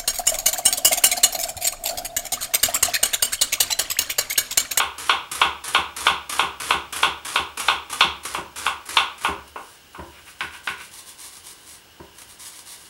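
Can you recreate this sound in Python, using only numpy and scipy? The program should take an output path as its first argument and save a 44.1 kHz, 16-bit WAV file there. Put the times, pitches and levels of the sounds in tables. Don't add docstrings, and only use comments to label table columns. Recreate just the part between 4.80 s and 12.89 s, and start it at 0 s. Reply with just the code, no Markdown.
import sys
import numpy as np
from scipy import signal
from scipy.fft import rfft, irfft
from scipy.io import wavfile
from scipy.ndimage import uniform_filter1d

SR = 44100
rng = np.random.default_rng(int(sys.argv[2]) if len(sys.argv) > 2 else 0)


def dump(signal):
    limited = np.clip(np.atleast_2d(signal).T, -1, 1)
    pcm = np.round(limited * 32767).astype(np.int16)
    wavfile.write(sys.argv[1], SR, pcm)


N = 356769


def gain_of(db):
    return 10 ** (np.asarray(db) / 20)


def unit_rms(x):
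    return x / np.sqrt(np.mean(x ** 2) + 1e-20)


def curve_at(points, hz):
    freq_hz, value = np.transpose(points)
    return np.interp(np.log(hz + 1), np.log(freq_hz + 1), value)


def seconds(length_s):
    return np.arange(int(length_s * SR)) / SR


def add(mix, start_s, sound):
    part = mix[max(round(start_s * SR), 0):][:len(sound)]
    part += sound[:len(part)]


def colour(x, spectrum, size=4096):
    hz = abs(np.fft.fftfreq(size, 1 / SR))
    log_gain = np.log(gain_of(np.maximum(curve_at(spectrum, hz), -100)))
    impulse = np.fft.ifft(np.exp(np.conj(signal.hilbert(log_gain)))).real[:size // 2]
    return signal.oaconvolve(x, impulse / np.linalg.norm(impulse))[:len(x)]


def resonate(x, hz, width_hz):
    pole = np.exp((2j * np.pi * hz - np.pi * width_hz) / SR)
    return signal.lfilter([(1 - abs(pole)) ** 2], np.poly([pole, pole]), x).real


def swell(t, rise_s):
    return t / rise_s * np.exp(1 - t / rise_s)


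# freq_hz, gain_db
FAN_SPECTRUM = [(15, -45), (25, -16), (77, -4.5), (118, -10.5), (191, -12), (278, -13), (318, -9.5),
                (588, -13.5), (673, -14.5), (729, -12.5), (1810, -15.5), (2500, -16), (2930, -7.5),
                (3350, -15.5), (15000, -25.5)]
# pitch_hz, width_hz, level_db
FAN_HUMS = [(311, 28, -72.5), (1580, 220, -62.5), (2880, 180, -65.5), (5260, 230, -68.5)]

def fan(air_db=-51):
    air = gain_of(air_db) * unit_rms(colour(rng.standard_normal(N), FAN_SPECTRUM))
    for pitch_hz, width_hz, level_db in FAN_HUMS:
        air += gain_of(level_db) * unit_rms(resonate(rng.standard_normal(N), pitch_hz, width_hz))
    return air


def whine(pitch_hz=15681, level_db=-66.5):
    return gain_of(level_db) * unit_rms(np.sin(2 * np.pi * pitch_hz * np.arange(N) / SR))


# freq_hz, t60_s
ROOM_DECAY = [(100, 0.5), (300, 0.49), (1000, 0.41), (3000, 0.38), (6000, 0.3), (14000, 0.18)]
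# delay_s, gain
REFLECTIONS = [(.0133, .24), (.0165, .08), (.0225, .08), (.0305, .12)]

def kitchen(x, tail_db, build_s=0.0048):
    hz, t, bands = signal.stft(rng.standard_normal(SR), SR, nperseg=256)
    decay = gain_of(-60 * t / curve_at(ROOM_DECAY, hz)[:, None])
    tail = signal.istft(bands * decay, SR, nperseg=256)[1]
    tail *= 1 - np.exp(-(np.arange(len(tail)) / SR / build_s) ** 2)
    response = gain_of(tail_db) * tail / np.linalg.norm(tail)
    for delay_s, gain in REFLECTIONS:
        add(response, delay_s, np.array([gain]))
    return x + signal.fftconvolve(x, response)[:N]


def clatter(envelope, grit):
    x = envelope * grit
    for _ in range(8):
        phase = np.angle(rfft(x * envelope ** .25))
        x = irfft(np.exp(1j * phase), len(envelope))
    return unit_rms(x) * np.sqrt(np.mean(envelope ** 2))


def impact(envelope, spectrum):
    return colour(clatter(envelope, rng.standard_normal(len(envelope))), spectrum)


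def ring(t, modes, scatter_db, detune):
    hz, db, t60_s = np.transpose(modes)[:, :, None]
    size, shift, phase = rng.standard_normal((3, len(modes), 1))
    weight = gain_of(db + scatter_db * size)
    waves = np.sin(2 * np.pi * (hz * (1 + detune * shift) * t + phase)) * gain_of(-60 * t / t60_s)
    return (weight * waves).sum(0) / np.linalg.norm(weight)


# pitch_hz, weight_db, t60_s
TABLE_MODES = [(70.8, -14, 0.93), (82.6, -8, 0.41), (104.5, -24, 0.3), (145, -4, 0.22), (188.8, 3.5, .16),
               (270, -0.5, 0.14), (340.8, 4.5, 0.25), (401.6, 2, .22)]

def table_thud(t, rise_s=0.014):
    return ring(t, TABLE_MODES, scatter_db=-2.0, detune=0.0076) * (1 - np.exp(-(t / rise_s) ** 2))


# pitch_hz, weight_db, t60_s
BOARD_MODES = [(576, -15, .15), (830, -10, .1), (900, -10, .12), (953, -11, .28), (1012, -9, .3),
               (1076, 3, .25), (1156, -3, .15), (1207, -6, .24), (1298, -9, .15), (1449, 0, .26),
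               (1515, -6, .16), (2207, -4, .13), (2325, -7, .13), (2568, -4, .13), (2714, -2, .13),
               (2859, -8, .16), (2989, -7, .15), (3253, -5, .13), (3308, 0, .17), (3526, -2, .11),
               (3667, -2, .12), (4060, -7, .1), (4210, -8, .1)]

def board_ring(t, tilt):
    modes = np.array(BOARD_MODES, float)
    modes[:, 1] += curve_at(tilt, modes[:, 0])
    return ring(t, modes, scatter_db=-0.6, detune=0.00067) * (1 - np.exp(-t / 0.00029))


# start_s, level_db, table_db
BUMPS = [(3.576, -23, -43), (4.486, -21, -34), (5.187, -23.5, -33.5), (7.194, -32, -35.5)]
# freq_hz, gain_db
BUMP_SPECTRUM = [(29, -52), (50, -8), (246, -18), (337, -3), (468, -28.5), (542, -4), (768, -18), (975, -1),
                 (1150, -18), (1430, -15), (4000, -38), (5200, -62), (8800, -120)]

def hand_bumps(contact_gain_db=-9, thud_gain_db=4):
    contacts, rings, t = np.zeros(N), np.zeros(N), seconds(.6)
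    for start_s, level_db, table_db in BUMPS:
        bump = impact(swell(t, 0.0064), BUMP_SPECTRUM)
        add(contacts, start_s, gain_of(level_db + contact_gain_db) * bump)
        add(rings, start_s, gain_of(table_db + thud_gain_db) * table_thud(t, rise_s=0.01))
    return contacts, rings


# start_s, level_db, table_db
TIP_TAPS = [(5.607, -14.5, -35.5), (5.873, -13.5, -36.5)]
# freq_hz, gain_db
TIP_SPECTRUM = [(88, -37), (150, -21), (675, -20), (1030, -3.5), (1240, -9), (1570, 0.5), (1780, -8.5),
                (2300, -3), (3990, -13.5), (4380, -23), (4800, -19), (10200, -46), (12000, -41),
                (15600, -67), (22000, -120)]
# freq_hz, gain_db
TIP_TILT = [(900, 2.5), (1200, -8), (1500, 5), (2300, 1), (3300, -14)]

def tip_taps(click_gain_db=-4, ring_gain_db=-9, thud_gain_db=4, thud_lag_s=0.0151):
    clicks, rings, t = np.zeros(N), np.zeros(N), seconds(.6)
    envelope = np.exp(-t / 0.00176) + 0.45 * swell(t, .004)
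    for start_s, level_db, table_db in TIP_TAPS:
        add(clicks, start_s, gain_of(level_db + click_gain_db) * impact(envelope, TIP_SPECTRUM))
        add(rings, start_s, gain_of(level_db + ring_gain_db) * board_ring(t, TIP_TILT))
        add(rings, start_s + thud_lag_s, gain_of(table_db + thud_gain_db) * table_thud(t))
    return clicks, rings


# centre_s, length_s, level_db
TIP_DRAGS = [(5.368, 0.17, -47.5), (5.482, 0.057, -40.5), (5.749, 0.075, -35.5), (6.008, 0.066, -35.5)]

def tip_drags(gain_db=-3):
    force = np.zeros(N)
    for centre_s, length_s, level_db in TIP_DRAGS:
        add(force, centre_s - length_s / 2, gain_of(level_db + gain_db) * np.hanning(int(length_s * SR)))
    return colour(force * rng.standard_normal(N), TIP_SPECTRUM)


def cell_pops(rate_hz, spread_db):
    size = gain_of(spread_db * np.minimum(rng.exponential(1, N), 4))
    return unit_rms(size * rng.choice([-1, 1], N) * (rng.random(N) < rate_hz / SR))


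def clumps(depth_db):
    return gain_of(depth_db * unit_rms(uniform_filter1d(rng.standard_normal(N), size=180)))


# start_s, length_s, level_db
PUSHES = [(4.74, 0.21, -48.5), (5.12, 0.34, -55), (5.455, .052, -45), (5.582, 0.057, -41.5),
          (5.704, .058, -43), (5.83, 0.072, -38.5), (5.97, 0.082, -41.5), (6.108, .088, -37.5),
          (6.249, 0.058, -38.5), (6.372, 0.094, -35), (6.51, 0.062, -40), (6.628, 0.08, -38),
          (6.757, 0.094, -48.5), (6.857, 0.089, -40), (7.34, 0.071, -46.5), (7.473, 0.048, -42.5),
          (7.585, 0.095, -35), (7.716, 0.078, -40), (7.85, 0.09, -36), (7.975, 0.091, -44)]
# freq_hz, gain_db
RASP_SPECTRUM = [(290, -37), (500, -31), (553, -0.5), (678, -8.5), (1050, 8), (1460, -10.5), (1600, -2),
                 (2230, 3), (2570, -5.5), (3700, 4.5), (7310, 3), (9770, 8.5), (16000, -12)]

def slow_cuts(gain_db=-4, attack_s=0.0085, build_db=4, release_s=0.02):
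    force = np.zeros(N)
    for start_s, length_s, level_db in PUSHES:
        t = seconds(length_s + .15)
        bite = 1 - np.exp(-t / attack_s)
        build = gain_of(build_db * (np.minimum(t / length_s, 1) - 1))
        release = np.exp(-np.maximum(t - length_s, 0) / release_s)
        add(force, start_s, gain_of(level_db + gain_db) * bite * build * release)
    return colour(force * clumps(depth_db=1.5) * cell_pops(rate_hz=9000, spread_db=5), RASP_SPECTRUM)


def landing_after(start_s):
    return min(chop[0] for chop in CHOPS if chop[0] > start_s)


# start_s, flesh_db, outer_db, inner_delay_s, inner_db, jolt_re_snap_db
STROKES = [(0.1795, -32.5, -21, .018, -23, -9.5), (0.5137, -31, -15, 0.036, -16, -11.5),
           (0.8382, -31, -19.5, 0.04, -16, -21), (1.163, -29.5, -18.5, 0.041, -18.5, -13),
           (1.4932, -29.5, -17.5, 0.03, -17, -6), (1.799, -29, -20, 0.038, -22, -3),
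           (2.124, -29.5, -18, 0.036, -16, -4.5), (2.448, -31, -20.5, .035, -22, -4.5),
           (2.7715, -31.5, -18.5, 0.025, -15, -4), (3.0963, -32, -23.5, 0.0297, -16.5, -4),
           (3.432, -33, -28, 0.018, -15, -7), (3.7583, -32, -22.5, 0.022, -22.5, -7),
           (4.0544, -31, -29.5, 0.034, -19, -25), (4.378, -31, -32.5, 0.032, -36, -5)]

def blade_pressure(opening_db=-31.5, graze_db=-9.5, bite_s=0.0045, settle_s=.044):
    pressure, t = np.zeros(N), seconds(.3)
    add(pressure, 0, gain_of(opening_db) * np.exp(-(t / settle_s) ** 2))
    for start_s, flesh_db, outer_db, inner_delay_s, _, _ in STROKES:
        travel_s = landing_after(start_s) - start_s
        level_db = np.where(t < inner_delay_s, min(flesh_db, outer_db + graze_db), flesh_db)
        bite = 1 - np.exp(-t / bite_s)
        settle = np.exp(-(np.maximum(t - travel_s, 0) / settle_s) ** 2)
        add(pressure, start_s, gain_of(level_db) * bite * settle)
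    return pressure


# start_s, level_db
FIBRES = [(4.676, -34), (5.1297, -38.5), (6.4203, -39), (7.3833, -28), (7.4165, -27.5)]

def layer_snaps(lowest_lead_s=0.011):
    snaps, jolts, t = np.zeros(N), np.zeros(N), seconds(.15)
    # start_s, level_db, rise_s, jolt_re_snap_db
    bursts = [(start_s, level_db, 0.0033, -18) for start_s, level_db in FIBRES]
    for start_s, flesh_db, outer_db, inner_delay_s, inner_db, jolt_db in STROKES:
        outer = (start_s, outer_db, 0.0054, jolt_db)
        inner = (start_s + inner_delay_s, inner_db, 0.0046, jolt_db)
        lowest = (landing_after(start_s) - lowest_lead_s, flesh_db + 9.5, 0.0047, -15)
        bursts += [outer, inner, lowest]
    for start_s, level_db, rise_s, jolt_db in bursts:
        add(snaps, start_s, gain_of(level_db) * swell(t, rise_s))
        add(jolts, start_s, gain_of(level_db + jolt_db) * swell(t, rise_s))
    return snaps, jolts


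# freq_hz, gain_db
CRUNCH_SPECTRUM = [(59, -35), (100, -4), (193, -19.5), (249, -6.5), (461, -8), (705, -11), (818, -8),
                   (1060, 0.5), (1450, -3.5), (1760, -5), (2690, -6.5), (8280, -9.5), (9410, -5.5),
                   (10700, -8), (16000, -32.5)]

def quick_cuts(flesh_gain_db=-5, snap_gain_db=-8, jolt_gain_db=-9, rock_gain_db=-22, fade_db_per_s=0.5):
    pressure = blade_pressure()
    snaps, jolts = layer_snaps()
    flesh = gain_of(flesh_gain_db) * pressure * clumps(depth_db=1.5)
    flesh *= cell_pops(rate_hz=4500, spread_db=4)
    bright_pops = signal.lfilter([1, -0.44], [1], cell_pops(rate_hz=10000, spread_db=-1))
    layers = gain_of(snap_gain_db) * snaps * unit_rms(bright_pops)
    wood = colour(gain_of(jolt_gain_db) * jolts * cell_pops(rate_hz=2900, spread_db=-1.5), CRACK_SPECTRUM)
    push = pressure * gain_of(-fade_db_per_s * np.arange(N) / SR) * rng.standard_normal(N)
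    rocking = unit_rms(resonate(push, TABLE_MODES[0][0], width_hz=10.6)) * np.std(pressure)
    return colour(flesh + layers, CRUNCH_SPECTRUM) + wood + gain_of(rock_gain_db) * rocking


# start_s, level_db, hardness_db, table_db, body_db
CHOPS = [(0.0, -11.5, -4.5, -44.5, -18), (0.294, -7.5, -3.5, -45, -17), (0.615, -7, -5, -36.5, -18),
         (0.947, -7.5, -4.5, -35, -18), (1.267, -7, -4, -36, -18.5), (1.594, -9.5, -5.5, -36, -17.5),
         (1.906, -9.5, -4.5, -33.5, -16), (2.23, -8.5, -3.5, -35.5, -15.5), (2.558, -11, -3.5, -36, -15.5),
         (2.884, -8.5, -3.5, -41.5, -18), (3.207, -6, -1.5, -32, -17.5), (3.547, -19, -8, -39.5, -14),
         (3.864, -13, -7, -47, -22.5), (4.169, -6.5, -3, -44.5, -21.5), (4.447, -12, -9, -32.5, -20.5),
         (4.759, -25, -16.5, -54, -6), (5.147, -33.5, -14, -41, -21)]
# freq_hz, gain_db
CRACK_SPECTRUM = [(100, -49.5), (400, -16.5), (700, -13.5), (850, 0), (1100, 3), (1480, -1.5), (1850, -15),
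                  (2150, -3.5), (2700, -2.5), (3050, -4), (3550, -2), (3880, -14), (4150, -10),
                  (4900, -27.5), (5500, -20), (6800, -29.5), (9000, -33), (15000, -51)]

def chops(crack_gain_db=-2, ring_gain_db=-4, thud_gain_db=10, likeness=.8, thud_lag_s=.028):
    cracks, rings = np.zeros(N), np.zeros(N)
    t, contact_t = seconds(.6), seconds(.08)
    hz, crack_db = np.transpose(CRACK_SPECTRUM)
    treble_weight = curve_at([(1400, 0.037), (2700, 0.63), (3700, 2.0), (4500, 2.35)], hz)
    body_weight = curve_at([(500, 1.0), (950, 0.052)], hz)
    landing = 0.42 * np.exp(-contact_t / 0.00049) + swell(contact_t, 0.0027)
    shared_grit = rng.standard_normal(len(landing))
    for start_s, level_db, hardness_db, table_db, body_db in CHOPS:
        grit = likeness * shared_grit + np.sqrt(1 - likeness ** 2) * rng.standard_normal(len(landing))
        tilt_db = treble_weight * (hardness_db + 4) + body_weight * (body_db + 22)
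        crack = colour(clatter(landing, grit), np.c_[hz, crack_db + tilt_db])
        add(cracks, start_s - .0005, gain_of(level_db + crack_gain_db) * crack)
        add(rings, start_s, gain_of(level_db + ring_gain_db) * board_ring(t, np.c_[hz, tilt_db]))
        add(rings, start_s + thud_lag_s, gain_of(table_db + thud_gain_db) * table_thud(t))
    return cracks, rings


def scene():
    cracks, chop_rings = chops()
    clicks, tap_rings = tip_taps()
    bumps, bump_rings = hand_bumps()
    knocks = kitchen(cracks + clicks + bumps, tail_db=-3)
    wood = kitchen(chop_rings + tap_rings + bump_rings, tail_db=-13)
    onion = kitchen(quick_cuts() + slow_cuts() + tip_drags(), tail_db=-3.5)
    return (knocks + wood + onion + fan() + whine())[None]


def record(dry):
    limited = dry / (1 + dry ** 8) ** (1 / 8)
    lowpass = signal.firwin(511, cutoff=16100, window=("kaiser", 9), fs=SR)
    return signal.oaconvolve(limited, lowpass[None], "same")


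dry = scene()
out = record(dry)
dump(out)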